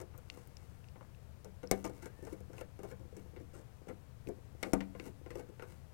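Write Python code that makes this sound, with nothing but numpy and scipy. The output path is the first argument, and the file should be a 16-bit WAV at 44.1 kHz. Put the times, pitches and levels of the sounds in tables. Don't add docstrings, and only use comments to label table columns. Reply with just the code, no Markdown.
import sys
import numpy as np
from scipy import signal
from scipy.fft import rfft, irfft, next_fast_len
from scipy.io import wavfile

SR = 44100
rng = np.random.default_rng(int(sys.argv[2]) if len(sys.argv) > 2 else 0)


def int16_out(signal):
    q = np.round(np.clip(np.atleast_2d(signal).T, -1, 1) * 32767)
    wavfile.write(sys.argv[1], SR, q.astype(np.int16))


N = 261776
TIME = np.arange(N) / SR
RING = np.arange(SR // 2) / SR


# start in seconds, housing thud in dB, thud pitch in Hz, strip clack in dB, clack pitch in Hz,
# metal tick in dB, decay time of the slips in seconds.
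CONTACTS = [(0.002, -52, 328, -57, 1110, -59.5, 0.0022), (0.014, -47.5, 370, -61.5, 1080, -57, 0.004),
            (0.138, -61.5, 566, -64, 1100, -92, 0.0084), (0.18, -59.5, 540, -64, 1190, -67, 0.0046),
            (0.373, -56.5, 480, -65, 1140, -67, 0.0012), (0.958, -56.5, 258, -63, 1040, -94, 0.0017),
            (1.0104, -56, 615, -63.5, 1030, -95, 0.0026), (1.446, -55.5, 368, -66, 1380, -58.5, 0.0017),
            (1.456, -50.5, 450, -67, 1080, -80, 0.0044), (1.631, -43, 490, -57, 1480, -66, 0.0045),
            (1.7125, -27, 375, -39.5, 2020, -32, 0.0023), (1.843, -38.5, 306, -44, 1180, -49, 0.0092),
            (1.896, -48.5, 510, -67, 1210, -64, 0.00094), (2.023, -50.5, 315, -57, 1500, -59, 0.011),
            (2.058, -49, 402, -54.5, 1560, -56.5, 0.0037), (2.225, -47, 348, -75, 1500, -69.5, 0.0027),
            (2.251, -52.5, 390, -68, 1680, -61.5, 0.001), (2.27, -46.5, 467, -58, 1200, -64, 0.0043),
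            (2.324, -42.5, 360, -63, 1160, -60.5, 0.0056), (2.405, -55.5, 260, -74, 1640, -66.5, 0.003),
            (2.5, -53.5, 368, -75, 1400, -82, 0.0021), (2.532, -54.5, 410, -62.5, 1590, -66.5, 0.0046),
            (2.582, -55, 400, -58, 2230, -65, 0.0047), (2.611, -44.5, 560, -53.5, 1460, -59, 0.0023),
            (2.791, -48, 484, -62, 1230, -68.5, 0.0025), (2.801, -56, 430, -72, 1400, -81, 0.003),
            (2.832, -44, 388, -59, 1060, -60, 0.0063), (2.849, -49, 486, -59.5, 1050, -72, 0.0027),
            (2.912, -49, 446, -58.5, 1290, -63.5, 0.006), (2.993, -54, 407, -74, 1100, -73, 0.0066),
            (3.125, -52.5, 435, -79.5, 1430, -79, 0.0032), (3.167, -48.5, 434, -65, 1770, -61, 0.0033),
            (3.363, -49.5, 375, -60.5, 1890, -80, 0.0036), (3.4, -49.5, 230, -76, 1660, -73, 0.0061),
            (3.533, -55.5, 423, -63, 1390, -62.5, 0.04), (3.87, -50, 450, -74, 1910, -74, 0.0032),
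            (3.883, -50.5, 327, -56, 1580, -62.5, 0.0067), (3.896, -44, 307, -58, 1420, -74, 0.0072),
            (4.271, -42.5, 254, -68.5, 1960, -65, 0.006), (4.287, -38, 413, -59, 1020, -62, 0.003),
            (4.6294, -40, 560, -41.5, 1950, -44, 0.00054), (4.649, -43, 540, -60, 1300, -66, 0.015),
            (4.7337, -25, 250, -37, 1080, -38, 0.0014), (4.8061, -42, 285, -49.5, 2050, -61.5, 0.003),
            (4.95, -49, 333, -59, 1370, -76, 0.0032), (4.998, -46.5, 403, -55, 2460, -72, 0.0023),
            (5.062, -47, 266, -65.5, 1400, -66, 0.01), (5.262, -48.5, 350, -59.5, 1370, -75, 0.0013),
            (5.305, -47, 346, -55, 1970, -62.5, 0.0048), (5.354, -40.5, 414, -57, 1370, -60, 0.0037),
            (5.391, -46.5, 487, -61.5, 1400, -68, 0.01), (5.487, -51, 340, -72, 1370, -73, 0.0067),
            (5.596, -51, 427, -55, 1470, -72, 0.0008), (5.623, -48, 380, -51.5, 1420, -63, 0.0048)]
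CONTACT_TICK_HZ = 8270


def contacts(thud_trim_db=1.0, clack_trim_db=2.5, tick_trim_db=-2.0, thud_lag_s=0.000983,
             flex_hz=38, flex_t60=0.18, flex_db=-5):
    thuds = register_rings(150, 850, crowd_db=-3, crowd_t60=0.13)
    clacks = register_rings(660, 5270, crowd_db=-2.0, crowd_t60=0.12)
    ticks = register_rings(2280, 22300, crowd_db=-2.0, crowd_t60=0.034)
    flex = from_db(flex_db) * np.sin(2 * np.pi * flex_hz * RING) * fade(flex_t60)
    out = np.zeros(N)
    for row, thud, clack, tick in zip(CONTACTS, thuds, clacks, ticks):
        s, thud_db, thud_hz, clack_db, clack_hz, tick_db, slip_s = row
        scrape = slip_force(slip_s, grit_db=-14, slips_per_s=900, swell=0.45)
        push = slip_force(slip_s, grit_db=-21.0, slips_per_s=2500, swell=1.72)

        padded_thud = pad(signal.fftconvolve(thud, push), clack_db - thud_db)
        thud = housing_voice(padded_thud, thud_hz)
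        clack = strip_voice(signal.fftconvolve(clack, scrape), clack_hz)
        tick = favour(signal.fftconvolve(tick, scrape), CONTACT_TICK_HZ, gain_db=16, q=2.5)

        add(out, s, from_db(tick_db + tick_trim_db) * attack_one(tick))
        add(out, s, from_db(clack_db + clack_trim_db) * attack_one(clack))
        add(out, s + thud_lag_s, from_db(thud_db + thud_trim_db) * attack_one(thud))
        add(out, s + thud_lag_s, from_db(thud_db) * flex)
    return out


def slip_force(decay_s, grit_db, slips_per_s, swell):
    t = RING[:SR // 12]
    slips = rng.standard_normal(len(t)) * (rng.random(len(t)) < slips_per_s / SR)
    envelope = np.exp(-t / decay_s) * (1 + swell * t / decay_s)
    force = from_db(grit_db) * decay_s * 1000 * slips * envelope
    force[0] += 1
    return force


# pitch in Hz, relative level in dB, decay by 60 dB in seconds.
METER_MODES = [(107, -6, .45), (194.3, -6.5, 0.42), (281, -20, 0.86), (351.7, -8.5, 0.18), (368, 8, 0.018),
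               (429.6, -10, 0.11), (483, -2, 0.15), (513, -5.5, 0.12), (664.6, -11, 0.14),
               (771.5, -3.5, 0.043), (900, 1, 0.074), (1052, -6.5, 0.095), (1206, -12.5, 0.1),
               (1412, 1, 0.042), (1526, -11, 0.14), (1700, -10, .035), (2037, -2.5, 0.048),
               (2202, 0.5, 0.043), (2700, 6, 0.01), (5550, -17, 0.041), (5680, 6.5, 0.014),
               (6180, 11, 0.0057), (7060, 2.5, 0.013), (8360, 3.5, 0.0098), (10240, -15, 0.015),
               (12100, 8, 0.0077), (13900, 18, 0.0017)]
# frequency in Hz, relative density in dB per Hz.
MODE_CROWD = [(120, -15), (300, -0.5), (600, -6), (850, -8.5), (1100, -13), (2300, -14.5), (3200, -25),
              (4200, -21), (6000, -21), (9000, -20), (12000, -25), (15500, -24)]


def register_rings(low_hz, high_hz, crowd_db, crowd_t60):
    hz, db, t60 = np.transpose([mode for mode in METER_MODES if low_hz <= mode[0] < high_hz])
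    waves = np.sin(2 * np.pi * hz[:, None] * RING) * fade(t60[:, None])
    count = len(CONTACTS)
    strength_db = db + 1.5 * rng.standard_normal((count, len(hz)))
    mode_rings = from_db(strength_db) @ waves

    size = SR // 8
    noise = band(colour(rng.standard_normal(count * size), MODE_CROWD), low_hz, high_hz)
    crowds = np.pad(noise.reshape(count, size), ((0, 0), (0, len(RING) - size)))
    return [attack_one(modes) + from_db(crowd_db) * attack_one(crowd * fade(crowd_t60))
            for modes, crowd in zip(mode_rings, crowds)]


def meter_ring():
    return sum(from_db(db) * np.sin(2 * np.pi * hz * RING) * fade(t60) for hz, db, t60 in METER_MODES)


def pad(x, hardness_db, soft_hz=1500, db_per_octave=16):
    cutoff_hz = np.clip(soft_hz * 2 ** (hardness_db / db_per_octave), 300, 3000)
    return signal.sosfilt(signal.butter(3, cutoff_hz, fs=SR, output="sos"), x)


def housing_voice(x, hz, reach=0.28):
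    x = signal.sosfilt(signal.butter(2, hz * reach, "high", fs=SR, output="sos"), x)
    return favour(x, hz, gain_db=8.0, q=4.4)


def strip_voice(x, hz, reach=2.42):
    x = signal.sosfilt(signal.butter(2, hz * reach, fs=SR, output="sos"), x)
    return favour(x, hz, gain_db=6, q=2.5)


def gritty_swells(grains_per_s=2000, size_db=4, rasp_db=-1, grit_db=-3, groan_db=5, strip_db=-4):
    hits = (rng.random(N) < grains_per_s / SR) * rng.choice([-1, 1], N)
    grains = hits * from_db(size_db * np.minimum(rng.exponential(1, N), 4))
    direct = colour(grains, MODE_CROWD)
    rung = signal.fftconvolve(grains, meter_ring())[:N]

    rasp = from_db(rasp_db) * rms_one(band(direct, 2170, 15500))
    grit = from_db(grit_db) * rms_one(band(direct, 660, 3070))
    groan = from_db(groan_db) * rms_one(band(rung, 184, 710))
    strip = from_db(strip_db) * rms_one(band(rung, 1150, 3340))
    return swell_gain() * (rasp + grit + groan + strip)


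# peak in seconds, gain there in dB, swell in seconds, release in seconds.
GRIT_SWELLS = [(.36, -63.5, 0.15, 0.25), (.63, -72.5, 0.12, 0.52), (1.74, -62, 0.028, .17),
               (2.05, -64.5, 0.43, 0.079), (2.32, -63, 0.24, 0.096), (2.609, -58.5, .1, 0.03),
               (2.9, -60, 0.093, 0.039), (3.2, -67, .08, 0.079), (3.58, -72, 0.069, 0.088),
               (3.91, -82, 0.064, 0.062), (4.66, -63, 0.09, 0.27), (5.073, -55.5, 0.11, 0.033),
               (5.4, -58, 0.095, 0.023), (5.71, -62.5, 0.12, 0.1)]
SWELL_RANGE_DB = 20.5


def swell_gain():
    gain = np.zeros(N)
    for s, db, swell_s, release_s in GRIT_SWELLS:
        distance = np.maximum((s - TIME) / swell_s, (TIME - s) / release_s)
        gain += from_db(db - SWELL_RANGE_DB * distance)
    return gain


# start in seconds, ring amplitude in dB, pitch in Hz, broad crack against the ring in dB.
LIGHT_TICKS = [(.178, -42.5, 13000, -7), (.3, -31, 2780, -5), (.4735, -50.5, 13500, 0),
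               (.569, -42.5, 3040, -0.5), (0.843, -50, 2620, -11), (0.886, -50.5, 2660, -8),
               (1.0098, -39, 1080, -30), (1.029, -44, 1100, -17), (1.049, -50, 1080, -11),
               (1.148, -51, 2680, -13), (1.6735, -40, 5470, -21), (1.843, -38, 6700, -12),
               (1.863, -44, 5360, -13), (1.877, -46, 6700, -11), (2.582, -41, 2500, -15),
               (4.272, -42.5, 2530, -12), (4.634, -29, 2230, -3.5), (4.81, -34, 2020, -9),
               (4.998, -36, 2600, -5.5)]


def light_ticks(ring_t60=0.009, crack_t60=0.011):
    out = np.zeros(N)
    for s, db, hz, crack_db in LIGHT_TICKS:
        ring = np.sin(2 * np.pi * hz * RING) * fade(ring_t60)
        noise = band(rng.standard_normal(len(RING)), hz / 2, hz * 2.15)
        crack = attack_one(noise) * fade(crack_t60)
        add(out, s, from_db(db) * (ring + from_db(crack_db) * crack))
    return out


def fingers(from_s=1.4, taps_per_s=4.9, tap_db=-56, spread_db=0.5, low_hz=180, high_hz=650):
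    hits = (rng.random(N) < taps_per_s / SR) * (TIME > from_s)
    taps = hits * from_db(tap_db + spread_db * rng.standard_normal(N))
    housing = attack_one(band(meter_ring(), low_hz, high_hz))
    return signal.fftconvolve(taps, housing)[:N]


# start in seconds, length in seconds, start pitch in Hz, end pitch in Hz, level in dB.
THREAD_SQUEAKS = [(2.02, .1, 1500, 1674, -62), (2.12, 0.204, 1773, 1806, -66.5),
                  (2.899, 0.038, 1350, 1460, -56.5)]


def squeak(waver=0.017, waver_hz=50, flutter_db=3):
    out = np.zeros(N)
    for s, length_s, start_hz, end_hz, db in THREAD_SQUEAKS:
        progress = np.clip(RING / length_s, 0, 1)
        unsteady, flutter = [rms_one(band(rng.standard_normal(len(RING)), 9.2, waver_hz)) for _ in range(2)]
        hz = (start_hz + (end_hz - start_hz) * progress) * (1 + waver * unsteady)
        tone = np.sin(2 * np.pi * np.cumsum(hz) / SR)
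        swell = np.sqrt(np.abs(np.sin(np.pi * progress)))
        add(out, s, from_db(db + flutter_db * flutter) * swell * tone)
    return out


def room(x, low_t60=0.4, middle_db=-3, treble_db=-3, build_s=0.0019):
    low = band(rng.standard_normal(len(RING)), 129, 1200)
    middle = from_db(middle_db) * band(rng.standard_normal(len(RING)), 750, 3300)
    high = from_db(treble_db) * band(rng.standard_normal(len(RING)), 2700, 16000)
    tail = low * fade(low_t60) + (middle + high) * fade(low_t60 / 2)
    tail *= 1 - np.exp(-RING / build_s)
    return signal.fftconvolve(x, tail / np.linalg.norm(fade(low_t60)))[:N]


# frequency in Hz, relative density in dB per Hz.
ROOM_FLOOR = [(15, -8), (45, -8), (75, -0.5), (120, -0.5), (180, -10.5), (300, -22), (500, -20),
              (1000, -27), (2200, -34), (3600, -39), (9000, -42.5), (16000, -45.5)]
# pitch in Hz, rms level in dB.
HUM_LINES = [(75.4, -60), (118.4, -65)]


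def background(floor_db=-51.5):
    hum = np.zeros(N)
    for hz, db in HUM_LINES:
        hum += from_db(db) * np.sqrt(2) * np.sin(2 * np.pi * (hz * TIME + rng.random()))
    return from_db(floor_db) * rms_one(colour(rng.standard_normal(N), ROOM_FLOOR)) + hum


# frequency in Hz, gain in dB.
RIGHT_RESPONSE = [(30, -63), (70, -39.5), (120, -25.5), (200, -23), (400, -28), (1000, -24.5), (2500, -20),
                  (6000, -29), (11000, -47), (15000, -56)]


def right_channel(work, direct_lag_s=0.0017, direct_db=-6, echo_s=0.0063, echo_db=-8, room_db=-3,
                  hiss_db=-85.5):
    direct, echo = [np.interp(TIME - lag_s, TIME, work, left=0) for lag_s in (direct_lag_s, echo_s)]
    arriving = from_db(direct_db) * direct - from_db(echo_db) * echo
    arriving = arriving + from_db(room_db) * room(work) + background()
    return colour(arriving, RIGHT_RESPONSE) + from_db(hiss_db) * rng.standard_normal(N)


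def from_db(db):
    return 10 ** (np.asarray(db) / 20)


def rms_one(x):
    return x / np.sqrt(np.mean(x ** 2) + 1e-20)


def attack_one(x):
    return x / np.sqrt(np.mean(x[:SR // 40] ** 2) + 1e-20)


def fade(t60):
    return np.exp(-np.log(1000) * RING / t60)


def colour(x, spectrum):
    hz, db = np.transpose(spectrum)
    size = next_fast_len(len(x))
    grid_hz = np.maximum(np.arange(size // 2 + 1) * SR / size, 1)
    gain = from_db(np.interp(np.log(grid_hz), np.log(hz), db))
    return irfft(rfft(x, size) * gain, size)[:len(x)]


def band(x, low_hz, high_hz):
    edges_hz = [low_hz, min(high_hz, SR / 2 - 1)]
    return signal.sosfilt(signal.butter(3, edges_hz, "band", fs=SR, output="sos"), x)


def favour(x, hz, gain_db, q):
    b, a = signal.iirpeak(hz, q, fs=SR)
    return x + (from_db(gain_db) - 1) * signal.lfilter(b, a, x)


def add(track, s, sound):
    start = max(round(s * SR), 0)
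    track[start:start + len(sound)] += sound[:N - start]


def scene(left_room_db=-14.5):
    work = contacts() + gritty_swells() + light_ticks() + fingers() + squeak()
    left = work + from_db(left_room_db) * room(work) + background()
    return np.array([left, right_channel(work)])


def record(dry, cutoff_hz=15900):
    return signal.sosfilt(signal.ellip(10, .1, 90, cutoff_hz, fs=SR, output="sos"), dry)


dry = scene()
out = record(dry)
int16_out(out)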